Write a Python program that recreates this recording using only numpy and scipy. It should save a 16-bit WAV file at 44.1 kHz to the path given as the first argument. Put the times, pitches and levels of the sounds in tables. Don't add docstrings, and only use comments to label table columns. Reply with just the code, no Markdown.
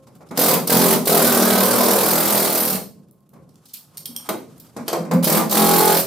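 import sys
import numpy as np
from scipy import signal
from scipy.fft import rfft, irfft, next_fast_len
from scipy.io import wavfile
from scipy.ndimage import uniform_filter1d, minimum_filter1d, map_coordinates

SR = 44100
rng = np.random.default_rng(int(sys.argv[2]) if len(sys.argv) > 2 else 0)


def log_audio(samples):
    frames = np.atleast_2d(samples).T
    limited = np.clip(frames, -1, 1)
    pcm = np.round(limited * 32767).astype(np.int16)
    wavfile.write(sys.argv[1], SR, pcm)


N = 267246
SPAN = SR // 3
OFF_DB = -200


def hammer():
    hits = all_hits()
    driven = hits["likeness"] > 0
    hold = 1.2 * hits["rise_s"] + .0135 * driven
    air = exhaust(hits, driven, hold)
    metal = sheet(hits, driven, hold)
    rings = hits[driven | (hits["end_on"] > 0)]
    return air + metal + chisel(rings["start_s"], rings["ring_db"], rings["end_on"], rings["contact"])


# start_s, blows since the first
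PULL_STROKES = [
    [(.3895, 0), (.4811, 4), (.5577, 7)],
    [(.697, 0), (.7895, 4), (.8807, 8), (.9496, 11)],
    [(1.071, 0), (1.1933, 5), (1.3192, 10), (1.6795, 24), (2.0311, 38), (2.3959, 53), (2.7499, 67)],
    [(5.271, 0), (5.3462, 3), (5.3944, 5)],
    [(5.5217, 0), (5.5462, 1), (5.9426, 18), (5.9899, 20)],
]
# exhaust_db, likeness of a blow to the last (0-1), last_exhaust_drop_db, last_boom_rise_db
PULL_LEVELS = [(-22, 0.87, 17, 4), (-22, 0.79, 20, 10.5), (-22, 0.79, 2.5, 3.5), (-23, 0.75, 12, 0),
               (-22.5, .95, 1, 3)]
# start_s, boom_db, boom_hz, clang_db, clang_hz, upper_clang_hz, chisel_ring_db
CUT_PATH = [(.41, -15.5, 265, -18.5, 630, 1136, -26), (.53, -19.5, 169, -21, 454, 1147, -34),
            (.72, -15.5, 178, -18, 510, 928, -21), (.84, -16, 184, -19.5, 476, 774, -17),
            (.95, -22, 178, -20, 475, 945, -25), (1.1, -19, 228, -18, 443, 1184, -24),
            (1.28, -16.5, 237, -18.5, 550, 1542, -34), (1.53, -19, 194, -18, 564, 1538, -19),
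            (1.701, -20, 234, -18.5, 420, 1506, -27), (1.8, -21, 243, -16.5, 683, 1042, -21),
            (2.07, -21.5, 208, -20, 430, 865, -16.5), (2.4, -23, 211, -21, 420, 703, -13.5),
            (2.55, -26.5, 230, -24.5, 610, 800, -18), (2.759, -28.5, 197, -30.5, 550, 790, -34.5),
            (5.29, -21, 238, -18.5, 484, 748, -34), (5.37, -12.5, 233, -19, 496, 1143, -30),
            (5.42, -24, 210.4, -20, 610, 1214, -34), (5.6, -14, 214, -16.5, 450, 858, -22),
            (5.73, -18, 179, -16.5, 440, 857, -16), (5.9, -19, 173, -16, 440, 860, -16),
            (6, -30, 166, -33, 534, 840, -11)]
AIR_SAG_DB_PER_S, AIR_TREBLE_DB, BLOW_RISE_S = 2, 4, 0.0011
SEAT_S, SEAT_BOOM_DB, SEAT_CLANG_DB = 0.025, 8.5, 4.5
BREAK_OUT_S, BREAK_OUT_DB_PER_S = 2.45, 15
BURIED_DB, FREE_DB = -22.5, -11


def driven_blows():
    rows = []
    when, *cut = np.transpose(CUT_PATH)
    for strokes, (pull_db, alike, weak_db, free_db) in zip(PULL_STROKES, PULL_LEVELS):
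        s, count = np.transpose(strokes)
        for at in np.interp(np.arange(count[-1] + 1), count, s):
            boom, low, clang, high, upper, ring = [np.interp(at, when, c) for c in cut]
            contact = (FREE_DB - ring) / (FREE_DB - BURIED_DB)
            unseated, last = np.exp(-(at - s[0]) / SEAT_S), at == s[-1]
            fade = BREAK_OUT_DB_PER_S * (at - BREAK_OUT_S) if s[0] < BREAK_OUT_S < at else 0
            air = pull_db - AIR_SAG_DB_PER_S * (at - s[0]) - weak_db * last - fade
            treble = AIR_TREBLE_DB + .8 * fade
            boom += free_db * last - SEAT_BOOM_DB * unseated
            clang -= SEAT_CLANG_DB * unseated
            late, a, b, c, d = rng.standard_normal(5)
            start = at + 0.001 * (1 - alike) * late
            rows.append((start, air + .7 * a, treble, boom + 0.93 * b, low, clang + 0.64 * c, high,
                         BLOW_RISE_S, upper, ring + 1.9 * d, 1, alike, 0, contact))
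    return rows


# start_s, level_db, rise_s
VALVE_PUFFS = [(0.67, -18.5, 0.004), (1.0524, -21.5, 0.0042), (5.2283, -23, 0.0055), (5.2401, -16, 0.0042),
               (5.4918, -26, .005), (5.5078, -18.5, .004)]
# treble_db, boom_db over the puff, boom_hz, clang_db over the puff, clang_hz
PUFF_BODY = (8, -6, 225.5, -9, 477)
# start_s, crack_db, treble_db, boom_db, boom_hz, clang_db, clang_hz
PANEL_KNOCKS = [(0.0684, -50, -12, -45, 252, -48.5, 583), (0.15, -53.5, 4, -42.5, 205, -53.5, 487),
                (0.2062, -56, -16, -47, 270, -42.5, 536), (0.3083, -38, -23, -23, 236, -29, 431),
                (.3735, -16, 1, -17.5, 270, -21.5, 430), (3.333, -54, 0.5, -44, 143, -49, 523),
                (3.359, -66, -13.5, -42, 175, -49.5, 485), (4.0892, -58, -6, -34.5, 251, -52, 400),
                (4.2887, -22, -1, -21, 256, -19, 1180), (4.764, -32.5, -13, -22.5, 271, -27.5, 427),
                (4.7874, -58, -13, -24, 239, -47, 417), (4.879, -20, -16, -30.5, 250, -24.5, 434),
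                (4.929, -24, -17, -28, 253.2, -17, 440), (4.9868, -52, -11, -22, 242, -37, 520),
                (5.05, -44, -17, -25.5, 248, -32, 426), (5.111, -23.5, -22, -21, 164, -16, 486),
                (5.1343, -33, 7, -10.5, 250, -35.5, 500), (5.225, -27.5, -6, -31, 244, -29.5, 633),
                (5.4185, -30, -4, -17, 210, -22, 610)]
KNOCK_RISE_S = 0.002
# start_s, level_db, treble_db, rise_s
RUST_TICKS = [(0.2864, -47, -15.5, 0.0018), (3.085, -61, 1, .0004), (3.1109, -56, 11.5, 0.00026),
              (3.205, -64, 6.5, 0.00049), (3.2915, -57, 6, .0006), (3.491, -49, -6, 0.0007),
              (3.543, -58, 4, 0.00044), (3.5561, -46, -11, 0.00054), (3.653, -42.5, 0, 0.0031),
              (3.68, -47, 2, 0.0059), (3.733, -32.5, 9, 0.0044), (3.7677, -47, 12, 0.0018),
              (4.579, -48, 6, 0.00083), (4.597, -40.5, 6, 0.0024), (4.6637, -50, -20, 0.0022)]
# boom_db, boom_hz, clang_db, clang_hz
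TICK_THUD = (-53, 201, -67.5, 500)
# start_s, ring_db, crack_db, end-on share (0-1; at 0 only the crack sounds), contact with the sheet (0-1)
CHISEL_CLINKS = [(0.3732, -29, -18, 0, 1), (2.574, -11, -36, 1, 0.2), (2.603, -12, -35, 0.9, 0),
                 (2.65, -11, -35, 0.83, 0.14), (2.701, -12, -28, 0.98, 0.15), (2.797, -27, -42, 1, 0),
                 (3.971, -45, -32, 0.03, 0.2), (3.978, -39, -32, 0.05, .3), (4.005, -51, -44, 0.27, .3),
                 (4.056, -38, -24, 0.03, 0.05), (4.128, -62, -48, 0.2, 0.4), (4.163, -35, -29, 0.01, .1),
                 (4.185, -44, -43, 0, 0.4), (4.2891, -30, -33, 0.32, 0.7), (4.8805, -30, -28, .02, .9),
                 (4.9295, -33, -28, .02, 1), (5.1114, -36, -38, 0, 1)]


def loose_hits():
    treble, boom, low, clang, high = PUFF_BODY
    rows = [(s, db, treble, db + boom, low, db + clang, high, rise, 0, OFF_DB, 0, 0, 1, 0)
            for s, db, rise in VALVE_PUFFS]
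    rows += [(*knock, KNOCK_RISE_S, 0, OFF_DB, 0, 0, 0, 0) for knock in PANEL_KNOCKS]
    rows += [(*tick, *TICK_THUD, rise, 0, OFF_DB, 0, 0, 1, 0) for *tick, rise in RUST_TICKS]
    rows += [(s, crack, 0, OFF_DB, 1, OFF_DB, 1, .0007, 0, ring, end_on, 0, 1, touch)
             for s, ring, crack, end_on, touch in CHISEL_CLINKS]
    return rows


def all_hits():
    names = ("start_s crack_db treble_db boom_db boom_hz clang_db clang_hz "
             "rise_s upper_hz ring_db end_on likeness thin contact")
    rows = np.array(sorted(loose_hits() + driven_blows()))
    return np.array([tuple(row) for row in rows], dtype=[(name, float) for name in names.split()])


# pitch_hz, level_db per Hz
EXHAUST_COLOUR = [(880, -25), (1500, -7.5), (1780, -11.5), (2220, -13.5), (2790, -13.5), (4290, -8),
                  (6660, -11), (8810, -7.5), (10900, -6), (13700, -2), (15400, -8), (15900, -22.5),
                  (16400, -67.5)]
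# delay_s after the blow, hiss_db over the exhaust, t60_s
PISTON_REBOUND = (.0055, 2, .03)
THIN_HZ = 2850
THIN_T60_PER_RISE, THIN_T60_S = 23, 0.0041


def exhaust(hits, driven, hold):
    s, rise, crack_db = hits["start_s"], hits["rise_s"], hits["crack_db"]
    thin = hits["thin"] > .5
    clinks = hits["contact"] + hits["end_on"] > 0
    life = np.where(thin, THIN_T60_S + THIN_T60_PER_RISE * rise + .008 * clinks, .06 + .06 * driven)
    vent = np.where(driven, .65, 1) * hold
    body_db = crack_db + 4.5 + .8 * driven
    full, slim = [shaken(s[k], body_db[k], rise[k], vent[k], 0, life[k], size=SPAN // 2)
                  for k in (~thin, thin)]
    slim = filtered(slim, lambda hz: 1 / np.sqrt(1 + (THIN_HZ / (hz + 1)) ** 6))
    dull = coloured(full + slim, EXHAUST_COLOUR)
    bright_db = crack_db + hits["treble_db"] + 1.2 * driven
    bright_life = np.minimum(life, .035 + .04 * driven)
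    bright = coloured(shaken(s, bright_db, rise, vent, 0, bright_life, size=SPAN // 4), EXHAUST_COLOUR)

    def above(hz):
        return 1 / (1 + (8000 / (hz + 1)) ** 6)

    air = filtered(dull, lambda hz: np.sqrt(1 - above(hz))) + filtered(bright, lambda hz: np.sqrt(above(hz)))
    after, over_db, fade = PISTON_REBOUND
    bounce = shaken(s[driven] + after, crack_db[driven] + over_db, rise[driven], .002, 0, fade, size=SPAN // 4)
    return roughened(air + coloured(bounce, EXHAUST_COLOUR))


GRAIN_DB, GRAINS_PER_S, PATCH_DB = 1.2, 700, 2


def roughened(x):
    z = signal.stft(x, nperseg=128)[2]
    field = uniform_filter1d(rng.standard_normal(z.shape[1:]), 4, 0)
    field = uniform_filter1d(field, 8, 1)
    patches = amp(PATCH_DB * unit(field))
    patchy = signal.istft(z * patches, nperseg=128)[1][:, :N]
    grain_at = np.arange(N) / SR * GRAINS_PER_S
    grain = amp(GRAIN_DB * map_coordinates(rng.standard_normal(8000), [grain_at]))
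    return patchy * unit(grain) / np.sqrt(np.mean(patches ** 2))


# pitch_hz, level_db per Hz
BOOM_COLOUR = [(15, -86.5), (25, -37.5), (48, -57.5), (86, -13), (102, -13), (193, 3), (237, 4), (263, 0.5),
               (400, -28.5), (520, -19.5), (880, -120)]
# pitch_hz, level_db per Hz
CLANG_COLOUR = [(180, -73), (300, 1.5), (424, 2), (467, 3), (558, 3), (832, 0), (909, -3), (1000, -0.5),
                (1290, -4.5), (1490, -10), (1770, -16.5), (2230, -13.5), (2500, -18.5), (3250, -39.5),
                (5500, -120)]
# pitch_hz, level_db over the boom, lead_s, rise_s, t60_s, db it takes from the boom
BLOW_THUMP = (196, 2.5, .0055, .003, .06, 4.5)
PANEL_HZ = 120


def sheet(hits, driven, hold):
    s, rise, alike, clang_db = hits["start_s"], hits["rise_s"], hits["likeness"], hits["clang_db"]
    blow = hits[driven]
    thump_hz, thump_db, lead, swell, short, taken_db = BLOW_THUMP
    thump = tones(blow["start_s"] - lead, blow["boom_db"] + thump_db, np.full(len(blow), thump_hz),
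                  rise=swell, t60=short, stray=.2 * (1 - blow["likeness"]))
    boom_db = hits["boom_db"] - taken_db * driven
    boom = shaken(s, boom_db - 7.5, rise + 0.00058, hold, alike, t60=0.23)
    clang = shaken(s, clang_db - 3.0, 0.15 * rise, 0.38 * hold, alike, t60=0.27)
    metal = coloured(boom, BOOM_COLOUR) + coloured(clang, CLANG_COLOUR)
    unlike = driven * (1 - alike)
    metal += tones(s, boom_db - 7.5, hits["boom_hz"], rise=0.0026, t60=0.22, stray=.15 * unlike)
    metal += tones(s, clang_db - 6, hits["clang_hz"], rise=0.0022, t60=.1, stray=.16 * unlike)
    metal += tones(blow["start_s"], blow["clang_db"] - 7, blow["upper_hz"],
                   rise=.001, t60=0.11, stray=.14 * unlike[driven])
    push = thump + pops(blow["start_s"] + 0.0006, blow["crack_db"] + 12, width=0.0005)
    return metal + filtered(push, lambda hz: 1 / np.sqrt(1 + (PANEL_HZ / (hz + 1)) ** 8))


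def tones(times, db, hz, rise, t60, stray):
    out, t = np.zeros((2, N + SPAN)), np.arange(SPAN) / SR
    turn = 0.17 * map_coordinates(rng.standard_normal(30), [times * 4])[:, None, None] * [[1], [-1]]
    pitches = hz * (1 + stray * rng.standard_normal(len(hz)))
    for s, level, pitch, lag in zip(times, db, pitches, turn):
        swing = np.sin(2 * np.pi * pitch * t + lag)
        out[:, round(s * SR):][:, :SPAN] += amp(level - 60 * t / t60) * (1 - np.exp(-t / rise)) * swing
    return out[:, :N]


def pops(times, db, width):
    spikes = np.bincount(np.round(times * SR).astype(int), amp(db), N)
    u = np.arange(-200, 201) / SR / width
    return np.convolve(spikes, (1 - 0.17 * u - u * u) * np.exp(-u * u / 2), "same")


# pitch_hz, level_db, t60_s when free, change_db struck end-on, change_db laid on the panel
CHISEL_MODES = [(3220, -8, .09, -22, 2), (4500, -18, .07, -8, 17), (5600, -3, .11, -18, -11),
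                (8740, -9, .13, -13, -8), (9100, -4, .12, -7, -4), (10400, -9, .06, -10, -5),
                (12780, -2, .11, -11, -6), (14050, -4, .14, 1, -11)]
DAMPING, SCATTER = 2.4, 0.033
FLASH, FLASH_S = 3, .01


def chisel(times, db, end_on, contact):
    out, t = np.zeros((2, N + SPAN)), np.arange(SPAN // 2) / SR
    hz, level, t60, change, laid = np.transpose(CHISEL_MODES)[:, :, None]
    for s, loud, grip, touch in zip(times, db, np.clip(end_on, 0, 1), np.clip(contact, 0, 1)):
        draw = rng.standard_normal((4, len(CHISEL_MODES), 1))
        spread = .003 + SCATTER * touch * np.maximum(grip, touch ** 2)
        pitch = 2 * np.pi * hz * (1 - .017 * grip + spread * draw[0])
        strength = loud + level + grip * change + touch * (1 - grip) * laid + 2.5 * draw[1]
        decay = amp(strength - 60 * t / t60 * (1 + .5 * grip + DAMPING * touch))
        beating = 1 + (.8 - .45 * grip) * np.sin(.006 * pitch * t + 3 * draw[2])
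        modes = decay * beating
        ring = [(modes * np.sin(pitch * t + turn)).sum(0) for turn in (0, 0.21 * draw[3])]
        onset = 1 - np.exp(-t / (0.00029 + 0.004 * grip ** 2))
        flash = 1 + FLASH * (1 - grip) * np.exp(-t / FLASH_S)
        out[:, round(s * SR):][:, :len(t)] += ring * onset * flash
    return out[:, :N]


# start_s, pitch_hz, level_db, third_partial_db
PANEL_GROAN = [(4.975, 165.4, -34, -25), (5.003, 166.5, -26.5, -33), (5.085, 162.5, -35, -47),
               (5.148, 170.7, -13.5, -22), (5.175, 174.4, -17, -23), (5.197, 175.2, -26.5, -26),
               (5.239, 172, -20.5, -48), (5.255, 176, -41, -52)]


def groan():
    s, hz, low_db, high_db = np.transpose(PANEL_GROAN)
    t = np.arange(N) / SR
    turn = 2 * np.pi * np.cumsum(np.interp(t, s, hz)) / SR
    edge = np.clip(np.minimum(t - s[0], s[-1] - t) / 0.0062, 0, 1)
    low = amp(np.interp(t, s, low_db)) * np.sin(turn)
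    high = amp(np.interp(t, s, high_db)) * np.sin(3 * turn)
    return np.sqrt(2) * edge * (low + high)


# start_s, level_db
RUSTLE_LEVELS = [
    [(0.0, -64), (0.15, -63), (0.34, -68), (0.37, -28)],
    [(2.95, -62.5), (3.106, -75.5), (3.28, -73), (3.9, -60.5), (4.024, -55), (4.144, -60), (4.192, -53),
     (4.252, -46), (4.394, -59), (4.628, -56.5), (4.812, -59), (4.9, -49)],
]
# pitch_hz, level_db per Hz
RUSTLE_COLOUR = [(410, -42), (700, -9), (1140, -10), (1250, -8.5), (1840, -20.5), (8760, -20.5),
                 (13300, -22.5), (16000, -44)]


def rustle():
    t = np.arange(N) / SR
    level = sum(amp(np.interp(t, *np.transpose(rows), left=-120, right=-120)) for rows in RUSTLE_LEVELS)
    grain = amp(3.5 * map_coordinates(rng.standard_normal(400), [t * 60]))
    return level * unit(coloured(grain * rng.standard_normal((2, N)), RUSTLE_COLOUR))


# pitch_hz, t60_s
WALL_DECAY = [(150, 0.76), (1000, 0.23), (5000, 0.38), (14000, 0.29)]


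def walls(x):
    out, step = np.zeros((2, N + 2 * SR)), SR // 4
    for start in range(0, N, step):
        noise = np.array([[1, 0.35], [1, -0.27]]) @ rng.standard_normal((2, SR // 2))
        hz, t, z = signal.stft(noise, SR, nperseg=256)
        tail = signal.istft(z * amp(-60 * t / along(WALL_DECAY, hz)[:, None]), SR, nperseg=256)[1]
        wet = signal.fftconvolve(x[:, start:start + step], tail / np.linalg.norm(tail[0]), axes=1)
        out[:, start + 300:][:, :wet.shape[1]] += wet
    return filtered(out[:, :N], lambda f: f / np.hypot(f, 140))


# start_s, hum_db, motor_db
HUM_LEVELS = [(0, -50.5, -61), (.3, -49, -81), (2.9, -52, -69), (3.31, -60.5, -78.5), (3.35, -51, -61.5),
              (3.45, -50.5, -68.5), (3.701, -60.5, -87), (4.1, -51, -66), (4.7, -51, -80), (6.06, -42, -84)]
# pitch_hz, level_db per Hz
SHOP_COLOUR = [(15, -73.5), (25, -33), (96, -17.5), (158, -9.5), (197, -16.5), (580, -26.5), (738, -35.5),
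               (1170, -44), (3000, -74), (3900, -99), (6600, -120)]
# pitch_hz, half_width_hz, level_db over motor_db
MOTOR_TONES = [(1066, 5, -1.5), (535, 6, 2)]


def workshop():
    s, hum_db, motor_db = np.transpose(HUM_LEVELS)
    t = np.arange(N) / SR
    sway_db = 1.5 * map_coordinates(rng.standard_normal(60), [t * 8])
    hum = amp(np.interp(t, s, hum_db) + sway_db) * coloured(rng.standard_normal((2, N)), SHOP_COLOUR)
    for hz, width, level in MOTOR_TONES:
        tone = unit(filtered(rng.standard_normal(N), lambda f: np.exp(-((f - hz) / width) ** 2)))
        hum += amp(level + np.interp(t, s, motor_db)) * tone
    return hum


def shaken(times, db, rise, hold, alike, t60, size=SPAN):
    out, t, pattern = np.zeros((2, N + SPAN)), np.arange(size) / SR, np.zeros((2, size))
    for s, level, up, on, share, life in np.broadcast(times, db, rise, hold, np.clip(alike, 0, 1), t60):
        pattern = share * pattern + np.sqrt(1 - share ** 2) * rng.standard_normal((2, size))
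        shape = (1 - np.exp(-t / up)) ** 2 * amp(level - 60 * np.maximum(t - on, 0) / life)
        out[:, round(s * SR):][:, :size] += pattern * shape
    return out[:, :N]


# pitch_hz, likeness (-1 to 1)
STEREO_LIKENESS = [(60, 0.15), (130, 1), (290, 0.87), (640, 0.74), (1410, 0.55), (3100, 0.82), (6820, 0.4),
                   (15000, 0.4)]


def coloured(pair, spectrum):
    grid = np.linspace(0, SR / 2, 4096)
    norm = np.sqrt(np.mean(amp(along(spectrum, grid)) ** 2))

    def spread(hz):
        turn = np.arccos(np.clip(along(STEREO_LIKENESS, hz), -1, 1)) / 2
        return amp(along(spectrum, hz)) / norm * [np.cos(turn), np.sin(turn)]

    mid, side = filtered(pair, spread)
    return np.array([mid + side, mid - side])


def filtered(x, response):
    m = next_fast_len(N + SR // 2)
    return irfft(rfft(x, m) * response(np.fft.rfftfreq(m, 1 / SR)), m)[..., :N]


def along(points, hz):
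    f, v = np.transpose(points)
    return np.interp(np.log(hz + 1), np.log(f + 1), v)


def amp(db):
    return 10 ** (np.asarray(db) / 20)


def unit(x):
    return x / np.sqrt(np.mean(x ** 2) + 1e-20)


def limited(x, top, hold_s):
    hold = round(hold_s * SR)
    needed = np.minimum(1, top / (np.abs(x).max(0) + 1e-9))
    return x * uniform_filter1d(minimum_filter1d(needed, hold), hold // 2)


def scene():
    tool, low = hammer(), groan()
    echo = amp(-3) * walls(tool + amp(-6.0) * low)
    return tool + low + echo + workshop() + rustle()


# pitch_hz, left_minus_right_db
CHANNEL_LEAN = [(130, -1), (640, 0.5), (1400, -1.5), (5000, 0), (14000, -3)]
TOP_HZ = 16200


def record(dry):
    def channel(hz):
        return amp(np.outer([.5, -.5], along(CHANNEL_LEAN, hz))) / np.sqrt(1 + (70 / (hz + 1)) ** 4)

    level = limited(filtered(dry, channel), .86, .012)
    return filtered(level, lambda hz: 1 / (1 + (hz / TOP_HZ) ** 120))


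dry = scene()
out = record(dry)
log_audio(out)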